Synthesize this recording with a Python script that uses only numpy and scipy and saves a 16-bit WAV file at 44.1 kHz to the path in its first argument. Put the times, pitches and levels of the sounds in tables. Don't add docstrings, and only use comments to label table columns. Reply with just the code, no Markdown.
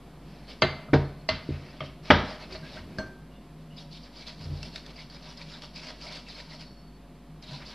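import sys
import numpy as np
from scipy import signal
from scipy.io import wavfile
from scipy.ndimage import uniform_filter1d, minimum_filter1d

SR = 44100
rng = np.random.default_rng(int(sys.argv[2]) if len(sys.argv) > 2 else 0)


def boost_factor(decibels):
    exponent = np.asarray(decibels, float) / 20
    return 10 ** exponent


def unload_audio(sound):
    columns = np.transpose(np.atleast_2d(sound))
    steps = np.round(np.clip(columns, -1, 1) * 32767)
    wavfile.write(sys.argv[1], SR, steps.astype(np.int16))


N = 341334


def evened(x):
    return x / np.sqrt(np.mean(x ** 2) + 1e-20)


def read(points, hz):
    f, value = np.transpose(points)
    return np.interp(np.log(hz + 1), np.log(f + 1), value)


def add(mix, s, sound):
    part = mix[round(s * SR):][:len(sound)]
    part += sound[:len(part)]


def colour(x, points):
    gain_db = np.maximum(read(points, abs(np.fft.fftfreq(8192, 1 / SR))), -100)
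    log_gain = np.log(boost_factor(gain_db))
    phase = -signal.hilbert(log_gain).imag
    taps = np.fft.ifft(np.exp(log_gain + 1j * phase)).real[:4096]
    return signal.oaconvolve(x, taps)[:len(x)]


def resonate(x, hz, width):
    r = np.exp(-np.pi * width / SR)
    return signal.lfilter([1 - r], [1, -2 * r * np.cos(2 * np.pi * hz / SR), r * r], x)


def rubbed(count, hz, width, length):
    noise = rng.standard_normal(count)
    return evened(resonate(resonate(noise, hz, width), hz, width)[-length:])


def patchy(x, depth_db):
    z = signal.stft(x, nperseg=256)[2]
    field = uniform_filter1d(rng.standard_normal(z.T.shape), size=9, axis=0)
    field = uniform_filter1d(field, size=4, axis=1).T
    return evened(signal.istft(z * boost_factor(depth_db * evened(field)), nperseg=256)[1][:len(x)])


def ring(modes, rise=.0006):
    t = np.arange(SR // 2) / SR
    hz, db, t60 = np.transpose(modes)[:, :, None]
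    start = rng.random(hz.shape) * np.minimum(hz / 2000, 1)
    level = boost_factor(db - 60 * t / np.clip(t60, .02, .7))
    return (level * np.sin(2 * np.pi * (hz * t + start))).sum(0) * (1 - np.exp(-t / rise))


# hz [Hz], density_db [dB per Hz]
AIR_SPECTRUM = [(20, -37.5), (40, -9.5), (60, -0.5), (90, -22.5), (150, -3.5), (300, -8.5), (600, -19),
                (1000, -17.5), (1500, -24), (4500, -30), (6200, -40.5), (13000, -40.5)]
# pitch_hz [Hz], level_db [dB rms], width_hz [Hz]
APPLIANCE_HUM = [(49.8, -64.5, 8.9), (156.8, -53, 12), (202.6, -63, 7.2), (246, -58.5, 24),
                 (288.6, -68, 16), (370, -68, 0.94), (566, -69.5, 4.9)]
# pitch_hz [Hz], level_db [dB rms]
STEADY_TONES = [(49.6, -53.5), (700, -67)]
# start_s [s], effort_db [dB]
EFFORT = [(0.0, -45.5), (0.58, -45.5), (0.84, -44.5), (1.81, -48.5), (2.95, -40.5), (3.23, -50.5),
          (3.71, -49), (4.3, -52), (4.45, -44), (4.57, -41.5), (5.0, -52), (7.33, -53), (7.74, -47)]


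def air():
    t = np.arange(N) / SR
    hiss = boost_factor(-52.5) * evened(colour(rng.standard_normal(N), AIR_SPECTRUM))
    hum = sum(boost_factor(db) * rubbed(N, hz, width, N) for hz, db, width in APPLIANCE_HUM)
    hum += sum(boost_factor(db) * np.sqrt(2) * np.sin(2 * np.pi * hz * t) for hz, db in STEADY_TONES)
    low_shape = [(40, -29), (85, -5), (150, 3), (300, -4), (700, -11.5), (1500, -57)]  # Hz, dB per Hz
    low = evened(colour(rng.standard_normal(N), low_shape))
    s, db = np.transpose(EFFORT)
    effort_db = np.interp(t, s, db)
    rumble = boost_factor(effort_db - 8) * patchy(low, 2.8)
    return boost_factor(0.33 * (effort_db + 47.5)) * hiss + hum + rumble


# hz [Hz], t60_s [s]
ROOM_DECAY = [(100, 0.34), (260, 0.42), (700, 0.54), (1840, 0.51), (4850, 0.54), (9000, 0.56)]


def kitchen(x):
    hz, t, z = signal.stft(rng.standard_normal(SR), SR, nperseg=512)
    decay = boost_factor(-60 * t / read(ROOM_DECAY, hz)[:, None])
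    tail = signal.istft(z * decay, SR, nperseg=512)[1]
    tail = tail * np.clip(np.arange(len(tail)) / SR / 0.0027, 0, 1)
    return signal.fftconvolve(x, tail / np.linalg.norm(tail))[:N]


# start_s [s], level_db [dB], pitch_hz [Hz],
# width_hz [Hz], length_s [s]
RIM_SINGS = [(.48, -54, 3150, 100, .06), (.882, -47, 600, 150, .025), (.882, -48, 1250, 200, .025),
             (1.04, -57, 4300, 40, .09), (2.42, -52, 630, 50, .06), (2.625, -52, 1590, 110, .07),
             (2.75, -52, 640, 60, .06), (3.3, -63, 2850, 200, .13), (3.33, -65, 3500, 200, .07),
             (3.7, -58, 2950, 200, .07), (4.74, -50, 640, 60, .03), (6.44, -61, 4430, 150, .2),
             (1.35, -47, 4000, 60, .05), (1.345, -48, 2070, 60, .03), (1.395, -51, 2070, 40, .07),
             (1.85, -53, 3130, 120, .03), (.69, -42, 1790, 50, .025)]


def sings():
    out = np.zeros(N)
    for s, db, hz, width, length in RIM_SINGS:
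        t = np.arange(0, length, 1 / SR)
        rub = rubbed(SR, hz, width, len(t))
        add(out, s, boost_factor(db - 12 * t / length) * rub * signal.windows.tukey(len(t), .3))
    return out


# start_s [s], level_db [dB], from_hz [Hz], to_hz [Hz], length_s [s]
LIFT_CHIRPS = [(6.652, -59, 4450, 4420, .033), (6.692, -60, 4420, 4430, .045),
               (6.74, -64, 4450, 4400, .075), (6.82, -66, 4480, 4420, .085), (6.92, -70, 4450, 4420, .07),
               (6.67, -71, 5380, 5620, .085), (6.77, -73, 5430, 5350, .06), (1.19, -63, 4300, 4300, .03)]


def squeaks():
    out = np.zeros(N)
    for s, db, from_hz, to_hz, length in LIFT_CHIRPS:
        t = np.arange(0, length, 1 / SR)
        noise = rng.standard_normal((2, len(t)))
        a, b = uniform_filter1d(uniform_filter1d(noise, size=150), size=150)
        flutter = 1.4 + evened(a) + 1j * evened(b)
        turns = np.cumsum(np.linspace(from_hz, to_hz, len(t))) / SR
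        chirp = evened((flutter * np.exp(2j * np.pi * turns)).real)
        add(out, s, boost_factor(db) * chirp * signal.windows.tukey(len(t), .3))
    return out


# start_s [s], level_db [dB], pitch_hz [Hz], length_s [s]
LOADED_WIRES = [(2.274, -48, 4300, 0.025), (2.302, -44, 4960, 0.02), (2.411, -50, 4370, .05),
                (2.52, -42, 4700, 0.025), (2.553, -44, 4270, 0.022), (2.522, -50, 2300, .015),
                (2.725, -56, 4860, .035), (3.776, -47, 3750, 0.039), (3.912, -50.5, 4300, .06),
                (4.032, -54, 4800, .05), (4.158, -49, 4700, .025), (4.19, -54, 4400, .05),
                (4.198, -58, 2240, 0.072), (4.269, -46, 4500, 0.043), (4.385, -55, 4500, .04),
                (4.52, -58, 4700, 0.1), (4.725, -53, 4350, .04), (4.957, -53, 4700, .06),
                (4.979, -51.5, 2140, 0.055), (5.098, -52, 4640, 0.058), (5.24, -64, 3800, 0.058),
                (5.372, -48, 4730, 0.027), (5.41, -50, 3840, 0.019), (5.413, -46, 2300, .015),
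                (5.511, -53, 4940, 0.045), (5.756, -47, 4800, .04), (5.757, -46, 2490, 0.048),
                (5.865, -51, 5000, 0.058), (5.868, -54, 2500, 0.018), (6.022, -47, 4900, .05),
                (6.061, -48, 2200, .05), (6.126, -45, 4500, 0.058), (6.283, -49, 4800, 0.037),
                (6.264, -51, 2580, 0.034), (6.349, -47, 4200, .025), (6.391, -52, 3900, 0.025),
                (6.385, -54, 2390, .02), (6.499, -51, 4300, 0.058), (6.509, -50.5, 2000, .04),
                (6.602, -52, 4280, .03), (7.43, -51, 4100, .025), (7.477, -46.5, 3900, .035),
                (7.54, -48, 4160, .04), (7.529, -49, 950, 0.04), (7.62, -50, 3900, .015),
                (7.658, -47.5, 4760, .035)]


def wires():
    out = np.zeros(N)
    sharpness, fade_db = 6.1, -9
    for s, db, hz, length in LOADED_WIRES:
        t = np.arange(0, max(length, .01), 1 / SR)
        rub = rubbed(500 + len(t), hz, hz / sharpness, len(t))
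        edges = np.minimum(np.minimum(t / 0.0028, (t[-1] - t) / 0.007), 1)
        add(out, s, boost_factor(db + fade_db * t / length) * rub * edges)
    return out


# start_s [s], peak_db [dB], pitch_hz [Hz]
WIRE_SNAPS = [(0.4927, -53, 3030), (2.7247, -47, 5300), (3.7786, -47, 3430), (4.6295, -29, 5480),
              (4.7593, -27, 3780), (4.863, -36.5, 3430), (5.0991, -41, 4520), (5.374, -37.5, 5070),
              (4.2693, -38, 4300), (6.0144, -41, 4560), (6.1239, -32, 3600), (6.2853, -37, 4500),
              (2.529, -43, 4650), (5.4136, -41, 3770), (5.621, -36, 4430), (5.7578, -37, 4770),
              (5.8692, -34.5, 2450), (7.426, -41, 4880)]


def ticks():
    out, t = np.zeros(N), np.arange(2600) / SR
    puff_shape = [(500, -28), (1500, -4), (5000, -0.5), (6500, -14), (12000, -30)]  # Hz, dB per Hz
    for s, db, hz in WIRE_SNAPS:
        puff = evened(colour(rng.standard_normal(len(t)), puff_shape))
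        tone = np.sin(2 * np.pi * hz * t)
        add(out, s, boost_factor(db - 1.5 - 60 * t / 0.026) * (.5 * puff + 0.63 * tone))
    return out


def pressure(t, hold, db):
    press_s, sag_db, lift_db_per_s = 0.02, -4, 311
    press = press_s + 0.93 * min(hold, .1)
    end = max(press_s + hold, press + .005)
    lift_db = lift_db_per_s * np.maximum(t - end, 0)
    held = np.clip((t - press) / (end - press), 0, 1)
    return np.sin(np.pi / 2 * np.clip(t / press, 0, 1)) * boost_factor(db + sag_db * held - lift_db)


# start_s [s], hold_s [s], pressure_db [dB], dull_db [dB relative to the hiss]
BOWL_SLIDES = [(0.205, 0.35, -64, 3), (0.467, 0.033, -47.5, -1), (0.78, 0.049, -71, 17),
               (1.097, 0.12, -72, 3), (1.423, 0.36, -57.5, 4.5), (1.817, 0.026, -52.5, -12),
               (2.021, 0.062, -49.5, 1.5), (2.203, .13, -49.5, 4), (2.372, 0.056, -50.5, 2.5),
               (2.485, 0.058, -48, 3.5), (2.597, 0.12, -53, 0.5), (2.713, 0.055, -49, 2.5),
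               (2.844, 0.18, -66.5, 7), (3.312, 0.14, -78, 2), (3.57, 0.044, -70, -3),
               (3.684, .07, -70, -7)]
WHISK_STROKES = [(3.756, 0.035, -49.5, -7), (3.892, 0.069, -50.5, -13), (4.002, 0.06, -57, -1.5),
                 (4.11, 0.11, -50.5, -4), (4.25, 0.03, -44, -3.5), (4.362, 0.088, -51, -4.5),
                 (4.462, 0.14, -55, -5.5), (4.603, 0.051, -47, -5), (4.713, 0.053, -47, -5),
                 (4.812, 0.082, -54, 1), (4.929, 0.081, -50, -4.5), (5.088, 0.065, -54, -1),
                 (5.183, 0.13, -50, -3.5), (5.36, 0.049, -49.5, 0), (5.436, 0.13, -49, -3),
                 (5.609, 0.024, -45.5, -4.5), (5.725, .02, -55, -4), (5.738, 0.045, -47, -5.5),
                 (5.799, 0.037, -46.5, -2), (5.852, 0.037, -46, -2), (5.91, 0.043, -61, -5),
                 (5.978, 0.096, -45, -5), (6.095, .008, -45.5, 0), (6.112, 0.047, -44, -7),
                 (6.241, 0.074, -49, -5), (6.325, 0.071, -47, -3), (6.426, 0.035, -56.5, -1),
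                 (6.471, 0.065, -48.5, -4), (6.579, 0.027, -48, -3.5), (7.417, 0.0082, -52, -7),
                 (7.441, 0.12, -47.5, -4), (7.59, 0.03, -55.5, 5), (7.63, 0.076, -49, -4.5),
                 (7.72, .03, -49, 3)]
# hz [Hz], density_db [dB per Hz]
MESH_BRIGHT = [(1650, -19), (2800, -6.5), (3540, -4.5), (4700, -2.5), (5500, -7.5), (6400, -21.5),
               (7670, -27.5), (11000, -34), (14300, -60.5), (22000, -120)]
MESH_DULL = [(240, -41.5), (400, -3.5), (623, 5), (742, -0.5), (972, -3), (1330, -1.5), (2460, 0),
             (3200, -9), (4160, -70.5), (7040, -120)]
# pitch_hz [Hz], level_db [dB], t60_s [s]
RIM_MODES = [(631, -13.5, 0.099), (972, -6.5, 0.09), (1510, -13.5, 0.3), (2400, 0.5, .03), (4400, 2, 0.025),
             (4900, -4, .03)]


def whisk():
    t = np.arange(SR // 2) / SR
    clumps_db = 0.83 * evened(uniform_filter1d(rng.standard_normal(N), 250))
    struck = rng.random((2, N)) < 9000 / SR
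    catches = struck * rng.standard_normal((2, N)) * boost_factor(clumps_db)
    high = patchy(colour(catches[0], MESH_BRIGHT), 2.6)
    low = patchy(colour(catches[1], MESH_DULL), 2.5)
    bright, dull = np.zeros(N), np.zeros(N)
    for start, hold, db, dull_db in BOWL_SLIDES + WHISK_STROKES:
        power = pressure(t, hold, db) ** 2
        add(bright, start, power)
        add(dull, start, power * boost_factor(2 * dull_db))
    drive = np.sqrt(bright) * evened(catches[1])
    rim = np.zeros(N)
    for hz, db, t60 in RIM_MODES:
        even_gain = np.sin(2 * np.pi * hz / SR) / np.sqrt(14 / t60 / SR)
        rim += boost_factor(db) * resonate(drive, hz, 2 / t60) * even_gain
    return np.sqrt(bright) * high + np.sqrt(dull) * low + boost_factor(-4) * rim


# start_s [s], peak_db [dB], pitch_hz
# [Hz], t60_s [s]
PLUCKS = [(0.6213, -10, 4530, 0.013), (0.6213, -31, 3000, .02), (0.622, -14, 648, 0.076),
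          (0.635, -14, 380, 0.036), (0.9323, -5, 310, 0.039), (0.9350, -14, 2080, 0.017),
          (0.9375, -9, 1550, 0.012), (0.9435, -12, 594, 0.038), (0.9608, -11.5, 260, 0.025),
          (2.1022, -1, 330, 0.015), (2.1025, -7.5, 2300, 0.025), (2.1075, -8.5, 2015, 0.027),
          (2.1093, -3, 820, 0.019), (2.109, -9, 3200, 0.017), (2.1128, -18, 450, 0.015),
          (2.1345, -23, 325, 0.018), (2.146, -20, 1520, .025), (2.152, -15, 245, 0.037),
          (2.17, -14.5, 295, 0.019), (2.188, -20, 354, 0.024), (2.205, -26, 300, .04),
          (2.236, -24.5, 250, .05), (0.951, -18, 423, 0.052), (0.888, -36, 600, 0.024),
          (2.31, -35.5, 640, 0.087), (2.525, -37.5, 370, 0.099), (2.55, -37.5, 638, 0.15),
          (2.655, -49, 1660, .06), (2.77, -41.5, 1573, 0.084), (4.7605, -32, 2200, 0.018),
          (4.63, -34, 2680, .02), (1.2905, -13.5, 4550, 0.013), (1.806, -22.5, 1220, .015),
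          (1.806, -25, 2170, 0.014), (1.8067, -27.5, 3180, 0.017), (1.806, -41, 4380, .012),
          (1.806, -44, 5500, .012), (1.8142, -37, 380, 0.031), (1.827, -33, 1230, .02),
          (1.8155, -34.5, 644, .05), (1.838, -33, 560, .03), (2.985, -26, 1670, 0.026),
          (2.992, -41, 630, 0.086), (0.885, -41, 1260, .02), (2.9862, -25.5, 4700, 0.0092),
          (2.9862, -26, 4400, 0.013)]


def contacts():
    out, t = np.zeros(N), np.arange(2600) / SR
    for s, db, hz, t60 in PLUCKS:
        envelope = boost_factor(db - 60 * t / max(t60, .005)) * (1 - np.exp(-t / 0.00056))
        add(out, s, envelope * np.sin(2 * np.pi * hz * t))
    return out


# pitch_hz [Hz], level_db [dB], t60_s [s]
TABLE_TOP = [(141, 2.5, 0.38), (200, -11, 0.25)]
TABLE_FRAME = [(51, -5.5, .45), (86, 4, 0.33)]


def thump(db, frame_db):
    return boost_factor(db) * (ring(TABLE_TOP, rise=0.0036) + boost_factor(frame_db) * ring(TABLE_FRAME, rise=0.02))


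# start_s [s], peak_db [dB], hardness_db [dB], frame_db [dB]
TABLE_BUMPS = [(0.89, -30, -9.5, -20), (1.49, -20, 6.5, -0.5), (2.522, -49, 13, 12), (2.786, -48, 7, 15.5),
               (2.974, -36, 7, -17), (4.39, -37, -14, 2), (4.442, -30.5, -16, 7), (4.502, -21.5, -14, -3),
               (5.043, -42, -8, -27), (6.708, -45, 9, -28.5), (7.514, -29.5, -17, -35)]


def bumps():
    out, t = np.zeros(N), np.arange(SR // 2) / SR
    push = np.exp(-t / 0.0025) * (1 - np.exp(-t / 0.0018)) * np.sin(2 * np.pi * 290 * t)
    for s, db, hard_db, frame_db in TABLE_BUMPS:
        add(out, s, thump(db - 8.5, frame_db) + boost_factor(db + hard_db + 4) * push)
        add(out, s + .015, -boost_factor(db + hard_db) * push)
    return out


# start_s [s], thump_db [dB], clatter_t60_s [s], rattle_db [dB], frame_db [dB]
IMPACTS = [
    (0.62, -18.5, 0.089, -8, -3),
    (0.9317, -8.5, 0.092, -14, -4.5),
    (1.289, -29.5, 0.0099, -8, 5),
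    (1.8046, -28, 0.013, -6, -5.5),
    (2.1026, -16, 0.065, -10, 4),
    (2.9844, -33, 0.12, -1, -8),
]
CLATTER_DB = [-18.5, -16, -22, -35.5, -8.5, -37.5]
FIRST_CRACK_DB = [3, -15, -3.5, -16, 2.5, -10]
CONTACT_RISE_S = [.001, .006, .0005, .001, .005, .0015]
# hz [Hz], density_db [dB per Hz]
CLATTER_SPECTRA = [
    [(250, -1), (470, -12), (680, 4), (960, -5.5), (1300, -3), (4700, -12), (5500, -35), (6500, -24.5),
     (9000, -56)],
    [(150, -10), (330, -0.5), (800, -4), (2200, -16.5), (2900, -18.5), (4600, -20), (6500, -35),
     (9000, -66)],
    [(250, 2.5), (450, -5.5), (1300, 0.5), (3000, -2.5), (4800, -3.5), (5600, -15.5), (6500, -16),
     (9000, -43)],
    [(150, -25), (300, 1.5), (900, -8), (3000, -7), (5200, -17.5), (6500, -33.5), (9000, -38.5)],
    [(150, -14), (300, -6), (1700, -5), (2500, -14), (3700, -11.5), (5500, -23.5), (6500, -34), (9000, -65)],
    [(200, 7.5), (400, -0.5), (1200, -5), (3300, -17), (4800, -29), (5600, -20), (6500, -19), (9000, -39)],
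]
# hz [Hz], level_db [dB]
RATTLE_SPECTRUM = [(500, 0.5), (2000, -1.5), (4800, -1.5), (5600, -0.5), (6500, -12)]
# pitch_hz [Hz], level_db [dB], t60_s [s]
GLASS_FIRST = [(1366, -31, 0.16), (355, -27, 0.29), (620, -25.5, .13), (669, -30, 0.2), (1150, -26.5, 0.12),
               (2075, -33.5, 0.55), (1782, -22, 0.13), (2097, -23.5, 0.17), (2853, -31, .17),
               (3180, -21.5, 0.082), (4040, -28.5, 0.18), (4560, -38, .12), (265, -38, 0.26),
               (6200, -43.5, 0.075), (8016, -55, 0.13)]
GLASS_SECOND = [(262, -43, 0.35), (638, -19, 0.1), (1120, -26.5, 0.085), (2056, -23.5, 0.14),
                (2820, -31, 0.089), (3165, -41, .3), (3980, -39.5, 0.18), (4130, -32.5, .1),
                (4250, -26.5, 0.099), (4660, -27.5, 0.06), (3474, -28, 0.046), (5260, -43, .15),
                (6030, -46.5, 0.11), (8020, -57, 0.089)]
GLASS_THIRD = [(270, -38, .2), (624, -38, .14), (565, -43, .2), (1168, -42, .08), (2078, -45, .12),
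               (2400, -46, .05), (3133, -46, .2)]
SIEVE_MODES = [(635, -33, .2), (900, -41, .1), (565, -46, .3), (1567, -36, .45), (205, -39, .4),
               (270, -39, .3), (4285, -38, .16), (1840, -43, .05), (5150, -32, .02), (6030, -52, .2),
               (8027, -62, .17), (2783, -52, .15)]
BASE_FIRST = [(265, -14, 0.098), (200, -26, 0.18), (330, -16, .05), (450, -17, 0.14), (600, -24, 0.13),
              (758, -25.5, 0.16), (1390, -29, 0.09), (1611, -24, 0.12), (2300, -24, .05),
              (938, -27.5, 0.18), (369, -28, .2)]
BASE_SECOND = [(195, -19.5, 0.36), (278.6, -3.5, 0.062), (374, -26.5, 0.12), (603, -11, .1),
               (516, -13, 0.075), (252.6, -24.5, 0.28), (824, -12, 0.072), (950, -22, 0.25),
               (1221, -9, 0.058), (1500, -17, 0.084), (1600, -17.5, .12), (1705, -18, .14),
               (2062, -15.5, .05), (2950, -25, .12), (3370, -24.5, .13)]


def knocks():
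    out, rung, t = np.zeros(N), np.zeros(N), np.arange(SR // 2) / SR
    vessels = [GLASS_FIRST, BASE_FIRST, GLASS_SECOND, GLASS_THIRD, BASE_SECOND, SIEVE_MODES]
    events = zip(IMPACTS, CLATTER_DB, vessels, CLATTER_SPECTRA, CONTACT_RISE_S, FIRST_CRACK_DB)
    for (s, table_db, t60, tail_db, frame_db), db, modes, shape, rise, crack_db in events:
        uneven_db = 1.8 * np.minimum(rng.exponential(1, len(t)), 4.5)
        blow = evened(colour(rng.standard_normal(len(t)) * boost_factor(uneven_db), shape))
        crack = boost_factor(crack_db - 60 * t / .016)
        body = boost_factor(-0.5 - 60 * t / max(t60, .01))
        rattle = colour(blow, RATTLE_SPECTRUM) * boost_factor(tail_db - 60 * t / 0.39)
        clatter = (blow * (crack + body) + rattle) * (1 - np.exp(-t / rise))
        tick = boost_factor(-39 - 60 * t / 0.03) * rng.standard_normal(len(t))
        add(out, s, boost_factor(db) * (clatter + tick) + thump(table_db - 9, frame_db))
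        add(rung, s, ring(modes, rise / 2))
    return out, rung


def scene():
    blows, rung = knocks()
    hits = blows + bumps() + ticks() + contacts()
    rubs = whisk() + sings() + wires() + squeaks()
    room = kitchen(boost_factor(-10) * hits + boost_factor(-15) * rung + boost_factor(-8) * rubs)
    mono = hits + rung + rubs + room + air()
    mono = signal.sosfilt(signal.butter(2, 32, "high", fs=SR, output="sos"), mono)
    return np.array([mono, mono])


def roll_off(x):
    return signal.sosfilt(signal.butter(12, 13390, fs=SR, output="sos"), x)


def record(dry):
    treble = colour(dry[0], [(3000, -64), (4500, -4.5), (13000, 0)])
    swell = np.sqrt(abs(uniform_filter1d(treble ** 2, 600)))
    steady_shape = [(3000, -60.5), (5000, -7.5), (6500, 1.5), (13000, -2.5)]  # Hz, dB per Hz
    steady = boost_factor(-74.5) * evened(colour(rng.standard_normal(N), steady_shape))
    moving_shape = [(3200, -85.5), (4200, -4), (5200, 6), (6500, -12), (13000, -47)]
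    moving = boost_factor(-8.5) * swell * evened(colour(rng.standard_normal(N), moving_shape))
    room_left = np.minimum(1, .97 / (abs(dry[0]) + 1e-9))
    limit = uniform_filter1d(minimum_filter1d(room_left, size=48), size=24)
    out = dry * limit + (steady + moving) * np.array([[1], [-1]])
    out = signal.oaconvolve(out, signal.firwin(511, 13150, fs=SR)[None], "same")
    return roll_off(out - .0011)


dry = scene()
out = record(dry)
unload_audio(out)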